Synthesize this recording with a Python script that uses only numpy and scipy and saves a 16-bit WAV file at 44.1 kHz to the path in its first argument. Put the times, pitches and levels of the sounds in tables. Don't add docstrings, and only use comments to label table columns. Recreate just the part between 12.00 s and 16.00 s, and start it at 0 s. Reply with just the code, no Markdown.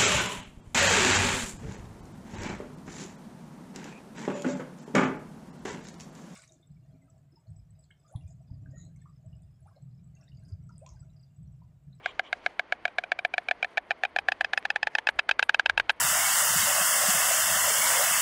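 import sys
import numpy as np
from scipy import signal
from scipy.io import wavfile

SR = 44100
rng = np.random.default_rng(int(sys.argv[2]) if len(sys.argv) > 2 else 0)


def attenuation_scalar(level_db):
    decades = np.asarray(level_db, float) / 20
    return 10 ** decades


def bounce(signal):
    frames = np.transpose(np.atleast_2d(signal))
    limited = np.clip(frames, -1, 1)
    pcm = np.round(limited * 32767).astype(np.int16)
    wavfile.write(sys.argv[1], SR, pcm)


N = 176400

# t/s, peak level/dB
LEFT_CLAPS = [(0.059, -11.5), (0.194, -9), (0.328, -9), (0.462, -8), (0.594, -8.5), (0.723, -8.5),
              (0.853, -8), (0.984, -7.5), (1.118, -7), (1.249, -7), (1.38, -8), (1.511, -7.5),
              (1.645, -13.5), (1.778, -9), (1.907, -9), (2.035, -8), (2.162, -7), (2.285, -3),
              (2.409, -3.5), (2.533, -3),
              (2.652, -4.5), (2.759, -3), (2.87, -4), (2.984, -4.5), (3.088, 0), (3.189, -4.5),
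                   (3.291, 0.5), (3.393, 0), (3.493, 1), (3.595, 1.5), (3.696, 0), (3.798, -1),
                   (3.901, -1.5)]
# t/s, peak level/dB
RIGHT_CLAPS = [(0.878, -23), (1.037, -19), (1.189, -15.5), (1.338, -13.5), (1.485, -14), (1.627, -12.5),
               (1.772, -15), (1.913, -16), (2.05, -13.5), (2.186, -8.5), (2.319, -7.5), (2.445, -7.5),
               (2.575, -5.5), (2.702, -6), (2.829, -6), (2.951, -6.5), (3.07, -5.5), (3.192, -4),
               (3.311, -4), (3.426, -3.5), (3.544, -4), (3.659, -3), (3.776, -4), (3.894, -3)]
# t/s, low f/Hz, mid f/Hz, high f/Hz, low level/dB, high level/dB (re mid)
LEFT_THROAT = [(0, 753, 1640, 2083, -7.5, 1.5), (1.2, 719, 1712, 2290, -8, -2.5),
               (1.9, 750, 1770, 2350, -5.5, -3.5), (2.499, 763, 1714, 2430, -10.5, -16),
               (2.95, 886, 1746, 2780, -10, -43), (3.15, 890, 1630, 1970, -17, -6),
               (4, 914, 1636, 2070, -30, -24)]
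RIGHT_THROAT = [(.8, 700, 1575, 2440, -2.5, 0), (1.6, 757, 1620, 2357, -4.5, 6),
                (1.9, 803, 1557, 2415, 0, 6.5), (2.4, 786, 1727, 2556, -13, -4),
                (3, 862, 1767, 2580, -12, -2.5), (3.299, 913, 1627, 2610, -20, 2.5),
                (4, 934, 1645, 2705, -7.5, 3.5)]
LEFT_THROAT_T60 = [.028, .015, .012]
RIGHT_THROAT_T60 = [.026, .014, .016]
# f/Hz, level/dB (re mid ring), T60/s
LEFT_BILL_MODES = [(2530, -16, 0.012), (3456, -18, 0.024), (4140, -46, 0.0062), (5400, -37, 0.003),
                   (6060, -49.5, .005), (8830, -18, 0.0016)]
RIGHT_BILL_MODES = [(1150, -35, 0.016), (3012, -9.5, 0.017), (3780, -17, 0.03), (4900, -10.5, 0.018),
                    (5840, -39, 0.006), (9200, -26, .004)]
# f/Hz, level/dB (re mid ring), T60/s
CONTACT_MODES = [(2407, 3, 0.0017), (5930, -12, 0.0019)]
# t/s, horn level/dB, level/dB of the first throat ring (re the rebound)
LEFT_TURN = [(0, 4, 2.5), (1.2, 1.5, 4), (2.2, 0.5, 5), (2.8, 1, -9), (3.2, 3.5, -5), (4, 3, -2.5)]
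RIGHT_TURN = [(.8, -2.5, -6.5), (1.8, -0.5, -4), (2.4, -1, -7), (3, 1, -2.5), (3.3, -0.5, -7.5),
              (4, -1.5, -4.5)]
# delay t/s, level/dB
ECHOES = [
    (.0045, -31.5),
    (.0085, -28.5),
]
# f/Hz, density level/dB (per Hz)
NEST_SCATTER = [(400, -3), (800, -3.5), (2000, 6), (4000, -6.5), (7000, -20.5), (13000, -16.5)]
# start t/s, length t/s, level/dB
HISSES = [
    (0.021, 0.11, -52),
    (0.218, 0.092, -60.5),
]
# f/Hz, width f/Hz, level/dB
HISS_PEAKS = [(1110, 250, -1.5), (2330, 220, 3.5), (3130, 630, 5.5), (5470, 2600, -9), (7000, 600, -16)]
# t/s, peak level/dB
TWIGS = [
    (2.627, -29.5),
    (3.998, -30),
]
# f/Hz, density level/dB (per Hz)
NIGHT_SPECTRUM = [(12, -56), (20, -24.5), (363, -6.5), (715, -4), (1170, -9.5), (1660, -11.5), (1850, -9.5),
                  (3740, -25.5), (13000, -49)]
# t/s, level/dB
WIND_LEVEL = [(0.0, -60), (0.11, -64.5), (2.12, -66.5), (2.24, -57.5), (2.77, -68), (2.88, -59),
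              (2.93, -80), (3.19, -52), (3.24, -75), (3.3, -62), (3.64, -62.5), (3.74, -47), (3.77, -51),
              (4.0, -62)]
TREBLE_BAND = [8400, 12400]


def at_time(table, s):
    columns = np.transpose(table)
    return [np.interp(s, columns[0], column) for column in columns[1:]]


def add(out, s, sound):
    i = int(s * SR)
    out[i:i + len(sound)] += sound


def strike(u, gain, hz, t60):
    modes = np.sin(2 * np.pi * hz[:, None] * u) * attenuation_scalar(-60 * u / t60[:, None])
    return gain @ modes * (1 - np.exp(-u / .00008))


def bill(claps, throat, turn, throat_t60, modes, rebound_cycles, rebound_db, trim_db, scatter, treble):
    pitch_spread, strength_spread_db = .006, .8
    travel_s = .0007
    rebound_dull_hz = 4400
    scatter_db, scatter_t60_s = -21, .022
    linger_db, linger_t60_s = -32, .036
    lead_db, lead_s = -36, .0061
    treble_db, treble_spread_db, treble_hold_s = -50, 5, .019

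    out = np.zeros(N + SR)
    t = np.arange(SR // 8) / SR
    lead = np.arange(int(lead_s * SR))
    horn = np.array([*modes, *CONTACT_MODES])
    t60 = np.r_[throat_t60, horn[:, 2]]
    snap = t60 < .003
    tail = attenuation_scalar(scatter_db - 60 * t / scatter_t60_s) + attenuation_scalar(linger_db - 60 * t / linger_t60_s)
    chance = rng.standard_normal((len(claps), 25))
    for (s, db), luck in zip(claps, chance):
        low, mid, high, low_db, high_db = at_time(throat, s)
        horn_db, first_db = at_time(turn, s)
        hz = np.r_[low, mid, high, horn[:, 0]] * (1 + pitch_spread * luck[:11])
        level_db = np.r_[low_db, 0, high_db, horn[:, 1] + horn_db]
        level = attenuation_scalar(level_db + strength_spread_db * luck[11:22])

        first = level * np.where(snap, 1, attenuation_scalar(first_db))
        second = level * np.where(snap, attenuation_scalar(rebound_db), 1)
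        second = second / (1 + (hz / rebound_dull_hz) ** 4)
        since_rebound = np.maximum(t - rebound_cycles / mid, 0)
        clap = strike(t, first, hz, t60) + strike(since_rebound, second, hz, t60)
        clap = clap + sum(attenuation_scalar(e) * np.interp(t - lag, t, clap, left=0) for lag, e in ECHOES)

        start = int(s * SR)
        hold_s = treble_hold_s * attenuation_scalar(3 * luck[23])
        burst = attenuation_scalar(treble_db + treble_spread_db * luck[22] - 20 * (t / hold_s) ** 3)
        noise = tail * scatter[start:start + len(t)] + burst * treble[start:start + len(t)]
        onset = np.minimum(t / .00033, 1)
        add(out, s + travel_s, attenuation_scalar(db) * (attenuation_scalar(trim_db) * clap + onset * noise))
        lead_in = lead / len(lead) * scatter[start + 9000 + lead]
        add(out, s + travel_s - lead_s, attenuation_scalar(db + lead_db) * lead_in)
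    return out[:N]


def treble_noise():
    band = signal.butter(3, TREBLE_BAND, "band", fs=SR, output="sos")
    treble = signal.sosfilt(band, rng.standard_normal(2 * N))
    return treble * np.tile(attenuation_scalar(3.5 * drift(60)), 2)


def hiss():
    t = np.arange(N) / SR
    air = rng.standard_normal(N)
    out = 0
    for hz, width_hz, db in HISS_PEAKS:
        peak = signal.iirpeak(hz, hz / width_hz, fs=SR)
        band = signal.lfilter(*peak, signal.lfilter(*peak, air))
        out = out + attenuation_scalar(db + 2.5 * drift(30)) * band / band.std()
    swell = 0
    for s, length, db in HISSES:
        swell = swell + attenuation_scalar(db) * np.sin(np.pi * np.clip((t - s) / length, 0, 1)) ** 1.5
    return out * swell


def twigs():
    hz, t60_s = 2050, .0028
    out = np.zeros(N + SR)
    t = np.arange(SR // 50) / SR
    for s, db in TWIGS:
        tick = np.sin(2 * np.pi * hz * t) + .17 * rng.standard_normal(len(t))
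        add(out, s, attenuation_scalar(db - 60 * t / t60_s) * tick)
    return out[:N]


def wind():
    band = signal.butter(3, [22, 105], "band", fs=SR, output="sos")
    low = signal.sosfilt(band, rng.standard_normal(N + SR))[SR:]
    gust_db, = at_time(WIND_LEVEL, np.arange(N) / SR)
    trim_db, lump_db = -8, 2
    return attenuation_scalar(gust_db + trim_db + lump_db * drift(4.8)) * low / low.std()


def night():
    return attenuation_scalar(-54.5) * coloured(NIGHT_SPECTRUM, patchy_db=2)


def coloured(spectrum, patchy_db=0):
    out = 0
    edges = 18 * 2 ** np.arange(0, 10, .5)
    points_hz, points_db = np.transpose(spectrum)
    white = rng.standard_normal((2, N + 8000))
    shared = drift(13.6)
    for k, (low, high) in enumerate(zip(edges, edges[1:])):
        sos = signal.butter(2, [low, high], "band", fs=SR, output="sos")
        band = signal.sosfilt(sos, white[k % 2])[8000:]
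        level_db = np.interp(np.log(low * high) / 2, np.log(points_hz), points_db)
        flicker = (drift(8) + 1.3 * shared) * np.clip(low / 4000, .2, 1.5)
        out = out + attenuation_scalar(level_db + patchy_db * flicker) * band
    return out / out.std()


def drift(rate):
    r = np.exp(-80 * np.pi * rate / SR)
    slow = signal.lfilter([1], [1, -2 * r, r * r], rng.standard_normal(N // 40 + 2002))[2000:]
    return np.interp(np.arange(N) / 40, np.arange(len(slow)), slow / slow.std())


def scene():
    scatter = np.tile(coloured(NEST_SCATTER), 2)
    treble = treble_noise()
    left = bill(LEFT_CLAPS, LEFT_THROAT, LEFT_TURN, LEFT_THROAT_T60,
                LEFT_BILL_MODES, rebound_cycles=2.139, rebound_db=-8, trim_db=-10.5,
                scatter=scatter, treble=treble)
    right = bill(RIGHT_CLAPS, RIGHT_THROAT, RIGHT_TURN, RIGHT_THROAT_T60,
                 RIGHT_BILL_MODES, rebound_cycles=2.06, rebound_db=-3, trim_db=-8.5,
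                 scatter=scatter[N // 2:], treble=treble[N // 2:])
    birds = signal.sosfilt(signal.butter(4, 480, "high", fs=SR, output="sos"), left + right)
    air = attenuation_scalar(-72 + 2.5 * drift(12)) * treble[N:]
    return (birds + hiss() + twigs() + night() + air + wind())[None]


def band_limit(x):
    return signal.sosfilt(signal.butter(12, 13430, fs=SR, output="sos"), x)


def record(dry):
    dull = signal.sosfilt(signal.butter(2, 6000, fs=SR, output="sos"), dry)
    cut = signal.sosfilt(signal.butter(10, 13300, fs=SR, output="sos"), dull)
    return band_limit(cut)


dry = scene()
out = record(dry)
bounce(out)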